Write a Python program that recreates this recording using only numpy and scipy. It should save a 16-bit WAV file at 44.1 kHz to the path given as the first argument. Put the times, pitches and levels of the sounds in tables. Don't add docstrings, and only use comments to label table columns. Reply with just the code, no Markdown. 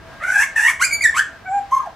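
import sys
import numpy as np
from scipy import signal
from scipy.fft import rfft, irfft, next_fast_len
from scipy.io import wavfile
from scipy.ndimage import uniform_filter1d, minimum_filter1d, map_coordinates

SR = 44100
rng = np.random.default_rng(int(sys.argv[2]) if len(sys.argv) > 2 else 0)


def digitize_waveform(pressure):
    field = np.atleast_2d(pressure).T
    bounded = np.clip(field, -1, 1)
    quanta = np.round(bounded * 32767).astype(np.int16)
    wavfile.write(sys.argv[1], SR, quanta)


def boost(x):
    u = np.asarray(x, float) / 20
    return 10 ** u


N = 85995
TOP_HZ = 15770


def unit(x):
    return x / np.sqrt(np.mean(x ** 2) + 1e-20)


def along(points, hz):
    f, v = np.transpose(points)
    return np.interp(np.log(hz + 1), np.log(f + 1), v)


def wobble(rate, size):
    knots = rng.standard_normal(int(size * 2 * rate / SR) + 8)
    return map_coordinates(knots, [np.arange(size) * rate / SR])


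def complex_wobble(rate, size):
    return wobble(rate, size) + 1j * wobble(rate, size)


def filtered(x, response):
    m = next_fast_len(x.shape[-1] + 8192)
    return irfft(rfft(x, m) * response(np.fft.rfftfreq(m, 1 / SR)), m)[..., :x.shape[-1]]


def spread(first, second, likeness):
    def shares(hz):
        angle = np.arccos(np.clip(along(likeness, hz), -1, 1)) / 2
        return np.array([np.cos(angle), np.sin(angle)])
    mid, side = filtered(np.array([first, second]), shares)
    return np.array([mid + side, mid - side])


# (time [s], pitch [Hz], level [dB], overtone lift [dB], roughness [0-1])
RASP_1 = [(.2, 616, -38, -15.5, .6), (.226, 639.6, -23.5, -15, .6), (.238, 702.3, -20.5, -6.5, .35),
          (.258, 738.9, -24, -5.5, .3), (.29, 734.8, -18, -4, .22), (.305, 747.9, -15.5, -5, .2),
          (.33, 804.6, -23, 5.5, .6), (.356, 814.1, -13, -2, 0.2), (.375, 814.5, -12, -6.5, .2),
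          (.383, 827.3, -16.5, 7, 0.31), (.391, 838.3, -11, 0.5, .2), (.412, 854.9, -10.5, 3.5, 0.4),
          (.426, 888.9, -12, 4, .3)]
RASP_1_END = [(.424, 1064, -15, 1.5, 0.33), (.432, 1070, -16, 1.8, 0.187), (0.446, 1111, -24.5, 7.6, 0.6)]
RASP_2 = [(.556, 925.8, -23.5, 0.25, 0.258), (.566, 901.8, -16.5, -0.14, 0.2525),
          (.58, 867.2, -14, 2.45, 0.3775), (0.601, 838.1, -14.5, 1.43, 0.3964),
          (0.612, 857.3, -15, 1.86, 0.399), (.62, 884, -12.5, -1.5, 0.227), (0.632, 895.6, -14, 2.5, 0.24),
          (0.643, 910.7, -12, 0.39, 0.2595), (0.664, 947.7, -11, -2.44, 0.237),
          (.676, 952.2, -12.5, -0.56, 0.291)]
RASP_2_END = [(0.667, 1040, -33, -10, 0.158), (0.68, 1077, -10.5, -5, 0.1496),
              (0.696, 1149, -17.5, 6, 0.199), (.702, 1052, -16, 5, 0.941), (0.718, 949, -21.5, 4, 0.982)]
YELP_UP = [(.793, 1029, -29.5, -11, 0.208), (.809, 1074, -17.5, -6.5, 0.291), (.817, 1395, -14, 0, 0.298),
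           (.826, 1532, -10.5, 7.5, 0.51), (.834, 1598, -19.5, -3.5, 0.374)]
YELP_TOP = [(.822, 1964, -20, 8, 0.184), (.834, 2095, -14, 3, 0.191), (.845, 2349, -15.5, 6, 0.368),
            (0.855, 2458, -18, 7.5, 0.161), (.866, 2415, -24, -1, 0.18), (0.884, 2385, -27, -4, 0.153)]
YELP_FLAT = [(.906, 2236, -32.5, -8, 0.111), (.913, 2275, -19.5, -3.5, 0.101),
             (.92, 2252, -24, -1.5, 0.115), (0.93, 2244, -9.5, -5.5, 0.0386),
             (.939, 2296, -17.5, 7.5, 0.071), (.946, 2312, -18.5, 4.5, 0.071),
             (.957, 2300, -19.5, 4, 0.064), (0.967, 2326, -39, 5.5, 0.0854)]
YELP_DOWN = [(1.005, 2227, -28, -12.5, 0.098), (1.013, 2162, -14.5, -10.5, 0.1),
             (1.019, 2379, -25, 2.5, 0.111), (1.027, 2386, -17.5, -0.5, 0.14),
             (1.032, 2230, -15, -3.5, 0.091), (1.039, 2228, -20.5, 2, 0.17)]
YELP_DROP = [(1.036, 1998, -16.5, 3.5, 0.253), (1.046, 1938, -13.5, 2, 0.18), (1.054, 1904, -8, -3, 0.167),
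             (1.061, 1780, -1.5, -4, 0.085), (1.069, 1766, -19, -5.5, 0.092),
             (1.074, 1875, -14, -7.5, 0.119), (1.089, 1729, -22.5, 1, 0.102)]
YELP_LAST = [(1.138, 1023, -36, 1.5, 0.395), (1.146, 1051, -24, -14, 0.319), (1.165, 1135, -21, 1, 0.637),
             (1.179, 1429, -12.5, -1.5, 0.49), (1.19, 1484, -11.5, -1, 0.36), (1.198, 1600, -7, -7, 0.465),
             (1.206, 1751, -15.5, -11, 0.727), (1.216, 1723, -20, -9.5, .8)]
WHISTLE_LOW = [(1.445, 722, -43.5, -32.5, 0.027), (1.466, 764.1, -30.5, 5, 0.0055),
               (1.492, 745.6, -24.5, -16, 0.0026), (1.506, 756.5, -23, -41.5, 0.0117),
               (1.538, 800.4, -17, -24, 0.0036), (1.572, 809.7, -18.5, -28.5, 0.0045),
               (1.592, 792, -18.5, -25, 0.0034), (1.608, 744.1, -34.5, -51, 0.0029)]
WHISTLE_HIGH = [(1.708, 1036, -45, 4.5, 0.597), (1.721, 1036, -18.5, -15.5, .4),
                (1.73, 1074, -10.5, -27, 0.023), (1.743, 1070, -10, -24, .007),
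                (1.75, 1064, -10.5, -20.5, .007), (1.759, 1052, -16, -20, .007),
                (1.773, 1053, -12, -24.5, .007), (1.783, 1076, -22.5, -11, .01),
                (1.795, 1068, -34.5, -15.5, 0.025)]
CHUCKLE = [(1.79, 1076, -33, -32, 0.55), (1.803, 1129, -24.5, -26, 0.73), (1.815, 1082, -27.5, -21.5, 1),
           (1.83, 1031, -34, -21.5, 1), (1.85, 963.5, -28.5, -30, 0.76), (1.86, 868.7, -29.5, -18, 1),
           (1.874, 780.2, -27, -29, 0.72), (1.885, 755, -30.5, -35, 0.837), (1.893, 762, -37.5, -35.5, 0.6)]
# (frequency [Hz], gain [dB])
RASP_THROAT = [(900, -17.5), (1700, 6), (2600, -5.5), (3300, -19.5), (4600, -19.5), (5700, -17),
               (10000, -16), (15000, -19.5)]
OPEN_BEAK = [(1000, -11), (1700, 2), (2400, -7.5), (3500, -16), (4700, -8.5), (5700, -20.5), (7200, -12),
             (15000, -21.5)]
SHUT_BEAK = [(700, -10.5), (1550, 1), (2300, -3), (4000, -55.5), (6400, -47.5), (7400, -32), (8600, -55),
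             (14000, -47.5)]
PURSED_BEAK = [(1000, -1.5), (2130, -6), (3200, -13), (5300, -12.5), (6400, -4), (7500, -17.5),
               (10000, -16), (15000, -5.5)]


def bird():
    sound = np.zeros(N)
    for rows in (RASP_1, RASP_1_END, RASP_2, RASP_2_END):
        sound += call(rows, RASP_THROAT, lift_from_hz=4300, follow=0.434, odd=0.6)
    for rows in (YELP_UP, YELP_TOP, YELP_FLAT, YELP_DOWN, YELP_DROP, YELP_LAST):
        sound += call(rows, OPEN_BEAK, lift_from_hz=3300)
    sound += call(WHISTLE_LOW, SHUT_BEAK, lift_from_hz=920, lift_to_hz=4000)
    for rows in (WHISTLE_HIGH, CHUCKLE):
        sound += call(rows, PURSED_BEAK, lift_from_hz=1410)
    return filtered(sound, windpipe)


def call(rows, throat, lift_from_hz, follow=0, odd=0, lift_to_hz=TOP_HZ):
    s, *cols = np.transpose(rows)
    start, end = s[0], s[-1]
    t = np.arange(N)[round(start * SR):round((end + .03) * SR)] / SR
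    n = len(t)
    pitch, level_db, lift_db, rough = [np.interp(t, s, c) for c in cols]
    rough = np.clip(rough, 0, .99)
    jitter = 0.02436 * np.sqrt(rough) * wobble(500, n)
    phase = 2 * np.pi * np.cumsum(pitch * (1 + jitter)) / SR
    k = np.arange(1, 23)[:, None]
    gains = overtone_gains(k, pitch, throat, follow, lift_db, lift_from_hz, lift_to_hz)
    tones = gains * np.real(blur(k, pitch, rough, odd) * np.exp(1j * k * phase))
    voice = tones.sum(0) / np.sqrt((gains ** 2).sum(0) / 2)
    breath_db = -6 + np.minimum(lift_db, 0)
    voice = voice + rough * boost(breath_db) * breath(n, throat, pitch.min())
    flutter_db = 1 * np.sqrt(rough) * wobble(136.6, n)
    attack_s, release_s = .004, 0.00742
    gate = np.clip((t - start) / attack_s, 0, 1) * np.exp(-np.maximum(t - end, 0) / release_s)
    sound = gate * boost(level_db + flutter_db) * voice
    return np.pad(sound, (round(start * SR), N))[:N]


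def overtone_gains(k, pitch, throat, follow, lift_db, lift_from_hz, lift_to_hz):
    hz = k * pitch
    slope_db = -3.5 * np.log2(k)
    lifted = np.clip((hz - lift_from_hz) / 300, 0, 1) * (hz < lift_to_hz)
    throat_db = along(throat, hz * (877 / pitch) ** follow)
    return boost(throat_db + slope_db + lift_db * lifted) * (hz < TOP_HZ)


def blur(k, pitch, rough, odd):
    is_odd = k % 2
    wider = 1 + rough.mean() * (k * pitch.mean() / 1450) ** 2
    rates = np.minimum(170 * wider * (1 + odd * 0.3 * is_odd), 2500)
    smear = np.array([complex_wobble(r, len(rough)) for r in rates[:, 0]]) / np.sqrt(2)
    clear = (1 - rough) ** (k ** 1.15) * (1 - np.clip(odd, 0, 1) * is_odd)
    return np.sqrt(clear) + np.sqrt(1 - clear) * smear


def breath(n, throat, lowest_hz):
    def shape(hz):
        return boost(along(throat, hz) - 3.5 * np.log2(hz / 800 + 1)) * (hz > 0.8 * lowest_hz)
    return unit(filtered(rng.standard_normal(n), shape))


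# (centre [Hz], width [Hz], gain [dB])
PIPE = [
    (4300, 1500, -7),
    (6000, 600, 8),
    (7700, 600, 9),
    (9800, 600, 6),
    (15500, 3000, -10),
]


def windpipe(hz):
    return boost(sum(db / (1 + (2 * (hz - centre) / width) ** 2) for centre, width, db in PIPE))


# (frequency [Hz], left-right likeness [-1 to 1])
VOICE_ALIKE = [(1500, 0.99), (3000, 0.807), (6000, 0.61), (10000, 0.317), (14000, -0.37)]


def ports(x):
    t = np.arange(SR // 16) / SR
    scatter_s = .06
    burst = rng.standard_normal(len(t)) * boost(-60 * t / scatter_s)
    scattered = signal.fftconvolve(x, burst / np.linalg.norm(burst))[:N]
    pan_db = -0.26
    return spread(x, scattered, VOICE_ALIKE) * boost([[pan_db], [-pan_db]])


# (frequency [Hz], time to fade by 60 dB [s])
YARD_FADE = [(700, 0.2966), (1700, 0.338), (3000, 0.2693), (7000, 0.2756), (12000, 0.1726)]
# (frequency [Hz], level [dB])
YARD_LEVEL = [(800, -1.5), (1500, 0.96), (6000, 1.07), (12000, -0.5)]


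def yard(x):
    level_db, delay_s, alike = -8.5, .006, 0.774
    hz, t, z = signal.stft(rng.standard_normal((2, SR // 2)), SR, nperseg=256)
    fade_db = along(YARD_LEVEL, hz)[:, None] - 60 * t / along(YARD_FADE, hz)[:, None]
    a, b = signal.istft(z * boost(fade_db), SR, nperseg=256)[1]
    angle = np.arccos(alike) / 2
    mid, side = np.cos(angle) * a, np.sin(angle) * b
    tail = np.array([mid + side, mid - side])
    tail = boost(level_db) * tail / np.linalg.norm(tail[0])
    tail = np.pad(tail, ((0, 0), (round(delay_s * SR), 0)))
    return signal.fftconvolve(x[None], tail, axes=1)[:, :N]


# (frequency [Hz], level [dB per Hz])
RUMBLE = [(13, -56.5), (22, -9.5), (64, 1), (112, -3), (208, -9), (242, -6), (312, -9.5), (450, -12),
          (580, -79.5), (990, -120)]
# (time [s], level [dB])
TRAFFIC = [
    (0, 1.5),
    (.9, 1.5),
    (1.6, 0),
    (1.95, 1),
]


def traffic():
    swell_db = np.interp(np.arange(N) / SR, *np.transpose(TRAFFIC))
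    return boost(-48.5 + swell_db + 1.2 * wobble(3.05, N)) * rush(RUMBLE)


# (frequency [Hz], level [dB per Hz])
AIR = [(400, -30), (470, -13.5), (700, -11.5), (1700, -14), (2500, -21), (5000, -27.5), (9000, -38.5),
       (15000, -43.5)]


def leaves():
    return boost(-46 + 1.2 * wobble(8.747, N)) * rush(AIR)


# (frequency [Hz], left-right likeness [-1 to 1])
AIR_ALIKE = [(40, 0.93), (90, 0.844), (180, 0.73), (350, 0.43), (1500, 0.8), (8000, .1)]


def rush(spectrum):
    noise = filtered(rng.standard_normal((2, N)), lambda hz: boost(along(spectrum, hz)))
    middle = filtered(noise[0], lambda hz: np.cos(np.arccos(along(AIR_ALIKE, hz)) / 2))
    return spread(*noise, AIR_ALIKE) / np.std(middle)


# (frequency [Hz], level [dB])
DRONES = [
    (655, -51.5),
    (1618, -49.5),
]


def whines():
    t = np.arange(N) / SR
    return sum(boost(db) * np.real(complex_wobble(14, N) * np.exp(2j * np.pi * hz * t)) for hz, db in DRONES)


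def scene():
    voice = bird()
    background = (traffic() + leaves()) * boost([[.45], [-.45]]) + whines()
    return ports(voice) + yard(voice) + background


def top_cut(x):
    return signal.sosfilt(signal.butter(12, 15770, fs=SR, output="sos"), x)


def record(dry):
    ceiling = .88
    need = np.minimum(1, ceiling / (np.abs(dry).max(0) + 1e-9))
    gain = uniform_filter1d(minimum_filter1d(need, size=200), size=200)
    mix = filtered(dry * gain, lambda hz: hz < TOP_HZ)
    return top_cut(mix)


dry = scene()
out = record(dry)
digitize_waveform(out)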